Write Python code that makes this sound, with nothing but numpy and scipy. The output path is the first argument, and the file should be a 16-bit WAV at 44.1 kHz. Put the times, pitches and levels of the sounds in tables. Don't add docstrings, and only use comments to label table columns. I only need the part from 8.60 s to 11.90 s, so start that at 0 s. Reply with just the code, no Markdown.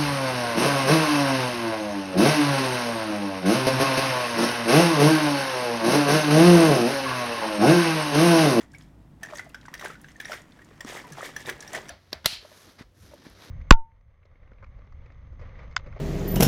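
import sys
import numpy as np
from scipy import signal
from scipy.fft import rfft, irfft, next_fast_len
from scipy.io import wavfile
from scipy.ndimage import uniform_filter1d

SR = 44100
rng = np.random.default_rng(int(sys.argv[2]) if len(sys.argv) > 2 else 0)


def dump(signal):
    limited = np.clip(np.atleast_2d(signal).T, -1, 1)
    pcm = np.round(limited * 32767).astype(np.int16)
    wavfile.write(sys.argv[1], SR, pcm)


N = 145530

# [t/s, main ring level/dB, main ring f/Hz, treble level/dB before UPPER_DB, swell time/s]
LID_CLACKS = [(0.0074, -49, 1840, -23, 0.0028), (0.1393, -45, 1650, -23, 0.0033),
              (0.148, -41, 2243, -21, 0.0043), (0.633, -29, 1767, -7, 0.0047),
              (0.6495, -37.5, 1660, -14, 0.0036), (0.6593, -38.5, 1870, -13, 0.0035),
              (0.687, -38.5, 1780, -31, 0.0024), (0.703, -44, 2380, -32, 0.0016),
              (0.756, -40, 1870, -5, 0.0041), (0.7848, -37.5, 1820, -19, 0.0031),
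              (0.7945, -28.5, 2022, -17, 0.0031), (0.796, -33.5, 1495, -30, 0.0026),
              (0.9464, -31.5, 1560, -12, 0.0023), (1.055, -42, 1570, -18, 0.0023),
              (1.0834, -39.5, 1930, -20, 0.0027), (1.1412, -29.5, 1814, -5.5, 0.0019),
              (1.1515, -32, 1820, -16, 0.0023), (1.1967, -36, 1950, -5, 0.0023),
              (1.213, -34, 1500, -7, 0.0011), (1.2477, -34.5, 2050, -4, 0.003),
              (1.259, -25.5, 1564, -25, 0.0023), (1.3033, -34, 1306, -21, 0.0026),
              (1.355, -42.5, 1460, -27, 0.0027), (1.445, -39, 1656, -24, 0.002),
              (1.486, -44, 1910, -10, 0.0018), (1.5586, -45.5, 1820, -26, 0.0048),
              (1.6022, -27.5, 1735, -10.5, 0.0028), (1.613, -40, 1710, -8, 0.0022),
              (1.625, -40.5, 1685, -14, 0.0015), (1.6547, -29, 1822, -15.5, 0.003),
              (1.7201, -26.5, 1416, -14, 0.002), (1.7324, -29, 2110, -17, 0.0013),
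              (1.7446, -38.5, 1610, -17, 0.003), (1.9924, -47, 1660, -30, 0.0027),
              (2.019, -46, 1900, -13, 0.0028), (2.2079, -30, 1854, -8, 0.0029),
              (2.5223, -43, 1675, 1, 0.0068), (2.631, -36, 1770, -25, 0.002), (2.765, -27, 1740, -8, 0.003),
              (2.8932, -21, 1688, -27, 0.0024), (2.8975, -27, 1980, -3.5, 0.002),
              (2.9266, -34.5, 2020, -32, 0.0013), (3.0257, -40, 1705, -2, 0.0044),
              (3.078, -43, 1815, -1, 0.0047), (3.1483, -30, 1920, -19, 0.0028),
              (3.2924, -37, 1735, -1, 0.0042)]
# [f/Hz, level/dB, t60/s]
LID_MODES = [(3380, -17, 0.035), (3850, -8, 0.0061), (5400, -20, 0.012), (5730, -7, 0.017),
             (6210, -9.5, 0.022), (7400, -5.5, 0.0095), (8700, -6.5, 0.01), (10350, -11, 0.015)]
# [t/s, level/dB, settling f/Hz before the fall, cycles to fade by 60 dB]
AIR_POCKETS = [(.625, -43.5, 680, 44), (.724, -37, 616, 62), (.735, -31.5, 905, 5.1), (.864, -44, 673, 32),
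               (1.082, -39.5, 920, 9.4), (1.132, -44.5, 1000, 14), (1.225, -32.5, 1140, 14),
               (1.239, -35.5, 590, 15), (1.299, -43, 414, 13), (1.697, -35, 570, 13), (1.707, -38, 623, 63),
               (2.111, -45.5, 410, 12), (2.248, -31.5, 220, 6.5), (2.324, -36, 524, 8.2),
               (2.44, -44, 1008, 130), (2.515, -41.5, 137.6, 32), (2.574, -42, 780, 18),
               (2.583, -34, 693, 7.33), (2.607, -34, 1270, 21), (2.628, -31, 544, 13),
               (2.911, -37, 378, 13.3), (3.134, -39, 655, 64), (3.164, -37, 652, 60), (3.185, -36, 790, 12)]
# [t/s, level/dB, f/Hz]
THROWN_DROPS = [(.012, -49, 3330), (.031, -52.5, 6700), (0.118, -54.5, 5450), (0.134, -54.5, 7100),
                (0.157, -57, 10700), (0.184, -48, 6800), (0.209, -54.5, 3330), (0.222, -53.5, 5300),
                (0.751, -45, 7800), (.772, -37, 6600), (0.784, -39, 4560), (.844, -53.5, 7800),
                (0.893, -48, 9800), (1.012, -50, 3880), (.899, -52.5, 2760), (1.06, -48, 5900),
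                (1.178, -46, 4760), (1.283, -44.5, 8030), (1.415, -45, 10400), (1.517, -52, 5500),
                (1.565, -53.5, 6430), (1.613, -44, 8700), (1.648, -40.5, 3760), (1.818, -49.5, 6840),
                (1.921, -53.5, 3520), (2.046, -51.5, 6960), (2.247, -43, 5800), (2.47, -52, 11400),
                (2.532, -42, 6000), (2.616, -41.5, 7800), (2.859, -37, 3630), (2.867, -38.5, 9000),
                (3.005, -36.5, 5800), (3.008, -40, 6000), (3.023, -55, 5570), (3.079, -53, 5710),
                (3.132, -32, 7400), (3.218, -50.5, 6360), (3.285, -43, 5700)]
# [start t/s, peak t/s, end t/s, body level/dB, fizz level/dB, cavity level/dB]
SLOSH_SURGES = [(-.02, 0.009, 0.066, -56.5, -58, -48.5), (0.08, 0.212, 0.31, -62.5, -65.5, -66),
                (0.624, 0.706, 0.75, -60, -64, -47.5), (0.708, 0.776, 0.86, -51.5, -52.5, -52.5),
                (1.174, 1.255, 1.353, -44, -48, -46), (1.387, 1.517, 1.52, -66, -64.5, -87),
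                (1.629, 1.731, 1.81, -42.5, -45.5, -47), (2.258, 2.282, 2.4, -48, -43.5, -42),
                (2.3, 2.371, 2.42, -46, -46.5, -48.5), (2.388, 2.438, 2.4, -68, -65, -59),
                (2.565, 2.579, 2.717, -50, -51, -49), (2.623, 2.653, 2.7, -42.5, -42.5, -50),
                (2.754, 2.812, 2.84, -50, -49, -73), (2.854, 2.886, 2.915, -41, -42.5, -38),
                (3.013, 3.115, 3.1, -59, -58, -59), (3.122, 3.152, 3.203, -38.5, -40, -36.5)]
# [t/s, level/dB before the layer mix]
TRICKLE_LEVEL = [(.6, -67), (.8, -69), (1.1, -62.5), (1.35, -66), (2.15, -62.5), (2.45, -53.5), (3.3, -53)]
TRICKLE_MIX = [
    [-5.5],
    [-7.5],
    [1.5],
]
# [f/Hz, width/Hz, relative level/dB]
BODY_MODES = [(1540, 490, -9.5), (1850, 250, 5.5), (2306, 370, -2.5)]
# [f/Hz, width/Hz, relative level/dB]
CAVITY_MODES = [(367, 144, -2.5), (556, 173, 0.5), (916, 945, -5)]
# [f/Hz, relative level/dB per Hz]
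FIZZ_SPECTRUM = [(1530, -48), (2600, -2), (3390, 0), (4070, -8), (5600, -3), (7150, -6.5), (12600, -12.5),
                 (14900, -4.5), (16000, -17)]
DROPLET_BANDS = [3340, 4510, 6700, 9000, 11900]
# [f/Hz, t60/s]
ROOM_DECAY = [(300, 0.15), (2000, 0.29), (10000, 0.16)]
# [f/Hz, relative level/dB per Hz]
AIR_SPECTRUM = [(25, -9), (40, -19), (70, -12.5), (150, -3), (300, -3.5), (400, -18), (600, -17.5),
                (1000, -21.5), (2200, -31.5), (3000, -35.5), (6000, -40), (16000, -38)]
# [f/Hz, width/Hz, relative level/dB]
HUM_BANDS = [(38.5, 4.7, -10.5), (54.9, 6.1, 0.5), (103.8, 6.8, -2.5), (148.7, 8.4, -0.5)]
# [t/s, level/dB]
HUM_COURSE = [(0, -52.5), (1.5, -57), (2, -59.5), (3.3, -56)]

RISE_S, UPPER_DB, CRACK_T60_S, CRACK_DB = 0.00081, 8.5, 0.03, -2.5
CHATTER_DB, CHATTER_T60_S, CHATTER_WIDTH_HZ = -12, 0.096, 214
KNOCK_DB, KNOCK_T60_S = -1, 0.021
KNOCK_DB_PER_OCT, RING_HZ = 2.5, 1680
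GLUG_SLAP_DB, GLUG_GLIDE, GLUG_SQUEEZE, GLUG_ROUGH_DB = -4.5, -0.097, 0.62, 3
DROP_CYCLES, DROP_SPIT_DB = 47, -2
GRAINS_PER_S, GRAIN_SPREAD_DB, GRAIN_SHARE, GRAIN_S = 600, 6, 0.69, 0.0014
EDGE_DB = -17
ROOM_DB, AIR_DB = -13, -55.5
MIC_ROLL_HZ, TOP_HZ = 12000, 16000
SHORT_T = np.arange(SR // 8) / SR


def lid_clacks():
    out = np.zeros(N + SR)
    for s, db, hz, treble_db, swell_s in LID_CLACKS:
        treble = amp(treble_db + UPPER_DB) * crack_treble()
        clack = knock(hz, swell_s) + swell(hz, swell_s) + chatter(hz) + treble
        add(out, s - .002, amp(db) * clack)
    return out[:N]


def knock(hz, swell_s):
    level_db = KNOCK_DB + KNOCK_DB_PER_OCT * np.log2(RING_HZ / hz)
    rise = 1 - np.exp(-(SHORT_T / swell_s) ** 2)
    return band_noise(2, 600, 3200) * decay(KNOCK_T60_S) * amp(level_db) * rise


def swell(hz, peak_s):
    u = SHORT_T / peak_s
    return (u * np.exp(1 - u)) ** 2 * np.sin(2 * np.pi * hz * SHORT_T)


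def chatter(hz):
    noise = band_noise(1, hz - CHATTER_WIDTH_HZ / 2, hz + CHATTER_WIDTH_HZ / 2)
    return noise * amp(CHATTER_DB) * decay(CHATTER_T60_S) * soft_start(RISE_S)


def crack_treble():
    crack = rng.standard_normal(len(SHORT_T)) * decay(CRACK_T60_S) * soft_start(RISE_S)
    modes = np.zeros(len(SHORT_T))
    for hz, db, t60 in LID_MODES:
        level = amp(db + rng.normal(0, 4.5))
        modes += level * decay(t60) * np.sin(2 * np.pi * hz * rng.normal(1, 0.027) * SHORT_T)
    rung = signal.fftconvolve(crack, modes)[:len(SHORT_T)] / 9
    direct = signal.lfilter(*signal.butter(1, 6000, "high", fs=SR), crack)
    return rung + amp(CRACK_DB) * direct


def slosh():
    t = np.arange(N) / SR
    levels = amp(np.interp(t, *np.transpose(TRICKLE_LEVEL), left=-120)) * amp(TRICKLE_MIX)
    for start, top, end, *layer_db in SLOSH_SURGES:
        corners = [start - .01, start, top, end, end + 0.03]
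        surge_db = np.interp(t, corners, [-60, EDGE_DB, 0, EDGE_DB, -60])
        levels = levels + amp(surge_db) * amp(layer_db)[:, None]
    body, fizz, cavity = levels
    return (body * unit(filtered(spatter(), peaks(BODY_MODES)))
            + fizz * fizzing()
            + cavity * unit(filtered(spatter(), peaks(CAVITY_MODES))))


def fizzing():
    out = np.zeros(N)
    for centre in DROPLET_BANDS:
        def response(f):
            return amp(along(FIZZ_SPECTRUM, f)) * np.exp(-(np.log((f + 1) / centre) / 0.37) ** 2)
        out += filtered(spatter(), response)
    return unit(out)


def spatter():
    strengths = amp(GRAIN_SPREAD_DB * np.clip(rng.standard_normal(N), -2, 1.5))
    hits = (rng.random(N) < GRAINS_PER_S / SR) * strengths
    gate = signal.lfilter([1], [1, -np.exp(-1 / (GRAIN_S * SR))], hits)
    return (GRAIN_SHARE * unit(gate) + 1 - GRAIN_SHARE) * rng.standard_normal(N)


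def glugs():
    out = np.zeros(N + SR)
    for s, db, hz, cycles in AIR_POCKETS:
        slap = amp(GLUG_SLAP_DB) * ping(1190, 0.0082, 0.00051)
        wander = uniform_filter1d(rng.standard_normal(len(SHORT_T)), size=SR // 300)
        flutter = amp(GLUG_ROUGH_DB * unit(wander))
        squeezed = 1 + GLUG_SQUEEZE * (1 - np.exp(-SHORT_T * hz)) / (SHORT_T * hz + 1e-9)
        ring = ping(hz * squeezed, cycles / hz, 0.0031, GLUG_GLIDE)
        add(out, s, amp(db) * (flutter * ring + slap))
    return out[:N]


def drops():
    out = np.zeros(N + SR)
    for s, db, hz in THROWN_DROPS:
        spit = band_noise(2, 0.67 * hz, min(1.57 * hz, .45 * SR)) * amp(DROP_SPIT_DB) * decay(0.032)
        add(out, s, amp(db) * (ping(hz, DROP_CYCLES / hz, 0.0021) + spit))
    return out[:N]


def room(x):
    hz, t, bins = signal.stft(rng.standard_normal(SR // 2), SR, nperseg=256)
    fading = bins * amp(-60 * t / along(ROOM_DECAY, hz)[:, None])
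    tail = signal.istft(fading, SR, nperseg=256)[1]
    delayed = np.pad(x, (300, 0))
    return signal.fftconvolve(delayed, tail / np.linalg.norm(tail))[:N]


def background():
    air = unit(filtered(rng.standard_normal(N), lambda f: amp(along(AIR_SPECTRUM, f))))
    hum = unit(filtered(rng.standard_normal(N), peaks(HUM_BANDS)))
    hum_db = np.interp(np.arange(N) / SR, *np.transpose(HUM_COURSE))
    return amp(AIR_DB) * air + amp(hum_db) * hum


def amp(db):
    return 10 ** (np.asarray(db) / 20)


def unit(x):
    return x / np.sqrt(np.mean(x ** 2) + 1e-20)


def decay(t60):
    return amp(-60 * SHORT_T / t60)


def soft_start(rise_s):
    return 1 - np.exp(-SHORT_T / rise_s)


def band_noise(order, low_hz, high_hz):
    band = signal.butter(order, [low_hz, high_hz], "band", fs=SR)
    return unit(signal.lfilter(*band, rng.standard_normal(len(SHORT_T))))


def ping(hz, t60, rise_s, glide=0):
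    shape = decay(t60) * soft_start(rise_s)
    bend = 1 + glide * SHORT_T / t60
    return shape / shape.max() * np.sin(2 * np.pi * hz * SHORT_T * bend)


def add(track, s, x):
    track[max(round(s * SR), 0):][:len(x)] += x


def along(points, hz):
    f, v = np.transpose(points)
    return np.interp(np.log(hz + 1), np.log(f + 1), v)


def filtered(x, response):
    m = next_fast_len(N + SR // 2)
    return irfft(rfft(x, m) * response(np.fft.rfftfreq(m, 1 / SR)), m)[..., :N]


def peaks(table):
    def response(f):
        total = 0
        for k, (centre, width, db) in enumerate(table):
            resonance = 1j * f * width / (centre * centre - f * f + 1j * f * width)
            total = total + (-1) ** k * amp(db) * resonance
        return total
    return response


def scene():
    mug = lid_clacks() + slosh() + glugs() + drops()
    return (mug + amp(ROOM_DB) * room(mug) + background())[None]


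def record(dry):
    return filtered(dry, lambda hz: (hz < TOP_HZ) / (1 + 1j * hz / MIC_ROLL_HZ) ** 2)


dry = scene()
out = record(dry)
dump(out)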